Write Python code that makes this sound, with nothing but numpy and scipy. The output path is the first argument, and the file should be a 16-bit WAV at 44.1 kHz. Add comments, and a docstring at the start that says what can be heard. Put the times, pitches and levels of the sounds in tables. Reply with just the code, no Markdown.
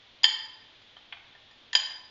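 """A small, hard-walled kitchen, with a narrow-band microphone close to a glass bowl of chopped salad.
Over faint hiss, two metal spoons dig in and clink on the glass, bumping the bowl on its wooden board.
The vegetables damp the glass quickly, but the room rings on. Two pieces drop back, the spoons knock
together once, and two more pieces fall. Last, the spoons dig in and clink again."""
import sys
import numpy as np
from scipy import signal
from scipy.fft import irfft
from scipy.io import wavfile

SR = 44100
rng = np.random.default_rng(int(sys.argv[2]) if len(sys.argv) > 2 else 0)


def master_out(mix):
    """Clip the mix to full scale and print it as 16-bit PCM to the path in sys.argv[1]."""
    frames = np.transpose(np.atleast_2d(mix))
    ceiling = np.clip(frames, -1, 1)
    pcm = np.round(ceiling * 32767).astype(np.int16)
    wavfile.write(sys.argv[1], SR, pcm)


N = 92610


def amp(db):
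    """Decibels to gain."""
    return 10 ** (np.asarray(db) / 20)


def unit_rms(x):
    """Scales to rms 1."""
    return x / np.sqrt(np.mean(x ** 2) + 1e-20)


def curve_at(points, hz):
    """Reads a table on a log-frequency axis."""
    points_hz, values = np.transpose(points)
    return np.interp(np.log(hz + 1), np.log(points_hz + 1), values)


def add(mix, start_s, sound):
    """Mixes a sound in at start_s."""
    part = mix[round(start_s * SR):][:len(sound)]
    part += sound[:len(part)]


def noise(colour, size):
    """Noise of rms 1 with the given spectrum."""
    hz = np.fft.rfftfreq(size, 1 / SR)
    phases = np.exp(2j * np.pi * rng.random(len(hz)))
    return unit_rms(irfft(amp(curve_at(colour, hz)) * phases, size))


# spectrum of the background: frequency_hz, relative_db
HISS_COLOUR = [(20, -3.5), (35, -3), (70, -5.5), (110, 1.5), (160, -9.5), (230, -3), (400, -5), (700, -5),
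               (1300, -7), (2000, -4), (2700, -3), (3450, 3.5), (4100, -4.5), (5000, -13), (6000, -19),
               (7200, -26.5)]

def hiss(level_db=-57):
    """The faint, steady noise floor of the place."""
    return amp(level_db) * noise(HISS_COLOUR, N)


def contact(colour, t60_s, rise_s=0.00064):
    """The brief burst of noise as two things meet."""
    t = np.arange(SR) / SR
    envelope = (1 - np.exp(-t / rise_s)) * amp(-60 * t / t60_s)
    return unit_rms(noise(colour, len(t)) * envelope) * np.sqrt(np.mean(envelope ** 2))


# modes of a spoon: pitch_hz, relative_db, t60_s
SPOON_MODES = [(693, -14.5, 0.11), (1249, -17.5, 0.14), (1690, -27.5, 0.065), (2120, -5, 0.062),
               (3030, -8.5, .04), (3390, 17, .04), (3520, -11, .09), (3940, -25, .05), (4490, 0, 0.16),
               (4720, 0, .07), (4870, -10.5, 0.17)]

def spoon_ring(build_s=0.0011):
    """The short ring of a hand-held metal spoon."""
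    t, out = np.arange(SR) / SR, np.zeros(SR)
    for pitch_hz, db, t60_s in SPOON_MODES:
        out += amp(db - 60 * t / t60_s) * np.sin(2 * np.pi * (pitch_hz * t + rng.random()))
    return out * (1 - np.exp(-t / build_s))


# modes of the bowl, each a close pair: pitch_hz, twin_offset_hz, t60_s
BOWL_MODES = [(880, 118, .07), (1799, 45, .055), (3128, 72, .036), (4878, -42, .075), (6838, 20, .085)]

def bowl_ring(modes_db, twin_gain=0.52, sustain_db=-41, sustain_t60_s=1, build_s=0.0011):
    """The glass rings in beating pairs of modes; a faint share outlasts the salad's damping."""
    t, out = np.arange(SR) / SR, np.zeros(SR)
    for (pitch_hz, offset_hz, t60_s), db in zip(BOWL_MODES, modes_db):
        cycles = pitch_hz * t + rng.random()
        main = np.sin(2 * np.pi * cycles)
        twin = np.sin(2 * np.pi * (cycles + offset_hz * t))
        damped = (main + twin_gain * twin) / (1 + twin_gain) * amp(-60 * t / t60_s)
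        sustained = main * amp(sustain_db - 60 * t / sustain_t60_s)
        out += amp(db) * (damped + sustained)
    return out * (1 - np.exp(-t / build_s))  # the ring spreads round the rim


# spectrum of metal meeting glass: frequency_hz, relative_db
CLACK_COLOUR = [(100, -48), (300, -43), (520, -34.5), (780, -8), (1250, -10), (1750, -2), (2500, -4.5),
                (3300, -1), (4000, 0.5), (4700, -2.5), (5500, -10.5), (6300, -15), (7200, -26.5)]
# spoon strikes on the glass, the third a broadband skid: start_s, clack_db, bowl_mode1_db ... bowl_mode5_db
CLINK_HITS = [(0.2335, -27.5, -35.5, -57, -49, -18, -30.5), (0.2416, -11.5, -26, -18, 0, -12.5, -30),
              (0.2987, -29.5, -47.5, -45, -34.5, -39, -52.5), (1.7305, -25, -36, -27.5, -26, -32.5, -38),
              (1.7512, -13, -30.5, -20.5, -6, -10, -28)]

def clinks(spoon_db=-23):
    """Spoons strike the glass close to the microphone, and once skid on it: a clack, then both ring."""
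    out = np.zeros(N)
    for start_s, clack_db, *modes_db in CLINK_HITS:
        strike = contact(CLACK_COLOUR, t60_s=0.023) + amp(spoon_db) * spoon_ring()
        add(out, start_s, amp(clack_db) * strike + bowl_ring(modes_db))
    return out


# decay of the kitchen: frequency_hz, t60_s
ROOM_DECAY = [(200, 0.17), (800, 1), (1800, 0.81), (3200, 0.53), (4800, 0.67), (7000, 0.47)]

def kitchen(direct, early_db=-5, first_echo_s=0.0048, early_t60_s=0.078, tail_db=-8, build_s=0.039):
    """Quick reflections from the nearby counter and walls, then a diffuse tail that builds up."""
    t = np.arange(SR) / SR
    early, tail = rng.standard_normal((2, SR))
    early = early * (t > first_echo_s) * amp(-60 * t / early_t60_s)
    hz, frame_s, spectra = signal.stft(tail, SR, nperseg=256)
    decay = amp(-60 * frame_s / curve_at(ROOM_DECAY, hz)[:, None])
    tail = signal.istft(spectra * decay, SR, nperseg=256)[1][:SR]
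    tail *= np.minimum(t / build_s, 1)
    response = amp(early_db) * early / np.linalg.norm(early) + amp(tail_db) * tail / np.linalg.norm(tail)
    return signal.fftconvolve(direct, response)[:N]


# bowl against board: start_s, level_db
BOARD_HITS = [(0.2395, -56)]

def board_thuds(pitch_hz=379, t60_s=0.52, push_db=-2, push_peak_s=0.00077):
    """The first blow presses the bowl on the wooden board: a low push and a short note."""
    t, out = np.arange(SR) / SR, np.zeros(N)
    note = np.sin(2 * np.pi * pitch_hz * t) * amp(-60 * t / t60_s)
    push = amp(push_db) * t / push_peak_s * np.exp(1 - t / push_peak_s)
    for start_s, level_db in BOARD_HITS:
        add(out, start_s, amp(level_db) * (note + push))
    return out


# spectrum of vegetable meeting glass: frequency_hz, relative_db
PAT_COLOUR = [(100, -24.5), (450, -37.5), (700, 2.5), (1000, -4.5), (1500, -2), (2300, -15.5),
              (4000, -22.5), (7200, -41)]
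# pieces landing: start_s, pat_db, bowl_mode1_db ... bowl_mode5_db
DROP_HITS = [(0.819, -61, -58, -69, -70, -58, -72.5), (0.967, -47, -63, -52, -36.5, -62.5, -86),
             (1.3503, -51, -55.5, -44.5, -57, -88, -91), (1.5110, -70, -58, -51.5, -67.5, -55, -69)]

def salad_drops():
    """Falling pieces pat the bowl and make it ring faintly."""
    out = np.zeros(N)
    for start_s, pat_db, *modes_db in DROP_HITS:
        add(out, start_s, amp(pat_db) * contact(PAT_COLOUR, t60_s=0.031) + bowl_ring(modes_db))
    return out


# spectrum of a cushioned knock: frequency_hz, relative_db
KNOCK_COLOUR = [(100, -38), (420, -32.5), (650, -10), (1200, -2.5), (1700, -4), (2300, 1.5), (3200, 0),
                (4100, -14.5), (5800, -34), (7200, -52)]
# spoon against spoon: start_s, level_db
KNOCK_HITS = [(1.1245, -31)]

def spoon_knocks(ring_db=-6.5, cutoff_hz=2440):
    """The loaded spoons meet above the bowl, their knock dulled by the salad."""
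    out = np.zeros(N)
    lowpass = signal.butter(4, cutoff_hz, fs=SR, output="sos")
    for start_s, level_db in KNOCK_HITS:
        dull_ring = amp(ring_db) * signal.sosfilt(lowpass, spoon_ring())
        add(out, start_s, amp(level_db) * (contact(KNOCK_COLOUR, t60_s=0.036) + dull_ring))
    return out


def scene():
    """From beside the bowl: spoons and salad up front, the kitchen's echo and the hiss behind."""
    direct = clinks() + spoon_knocks() + salad_drops() + board_thuds()
    return (direct + kitchen(direct) + hiss())[None]


def record(dry, mic_edge_hz=7335, knee=0.63, headroom=0.16, band_limit_hz=15750):
    """One narrow-band microphone that rounds off peaks above its knee, then a band limit."""
    mic_band = signal.firwin(161, mic_edge_hz, window=("kaiser", 6), fs=SR)
    band_limit = signal.firwin(511, band_limit_hz, window=("kaiser", 9), fs=SR)
    narrow = signal.oaconvolve(dry, mic_band[None], "same")
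    linear = np.clip(narrow, -knee, knee)
    rounded = linear + headroom * np.tanh((narrow - linear) / headroom)
    return signal.oaconvolve(rounded, band_limit[None], "same")


dry = scene()
out = record(dry)
master_out(out)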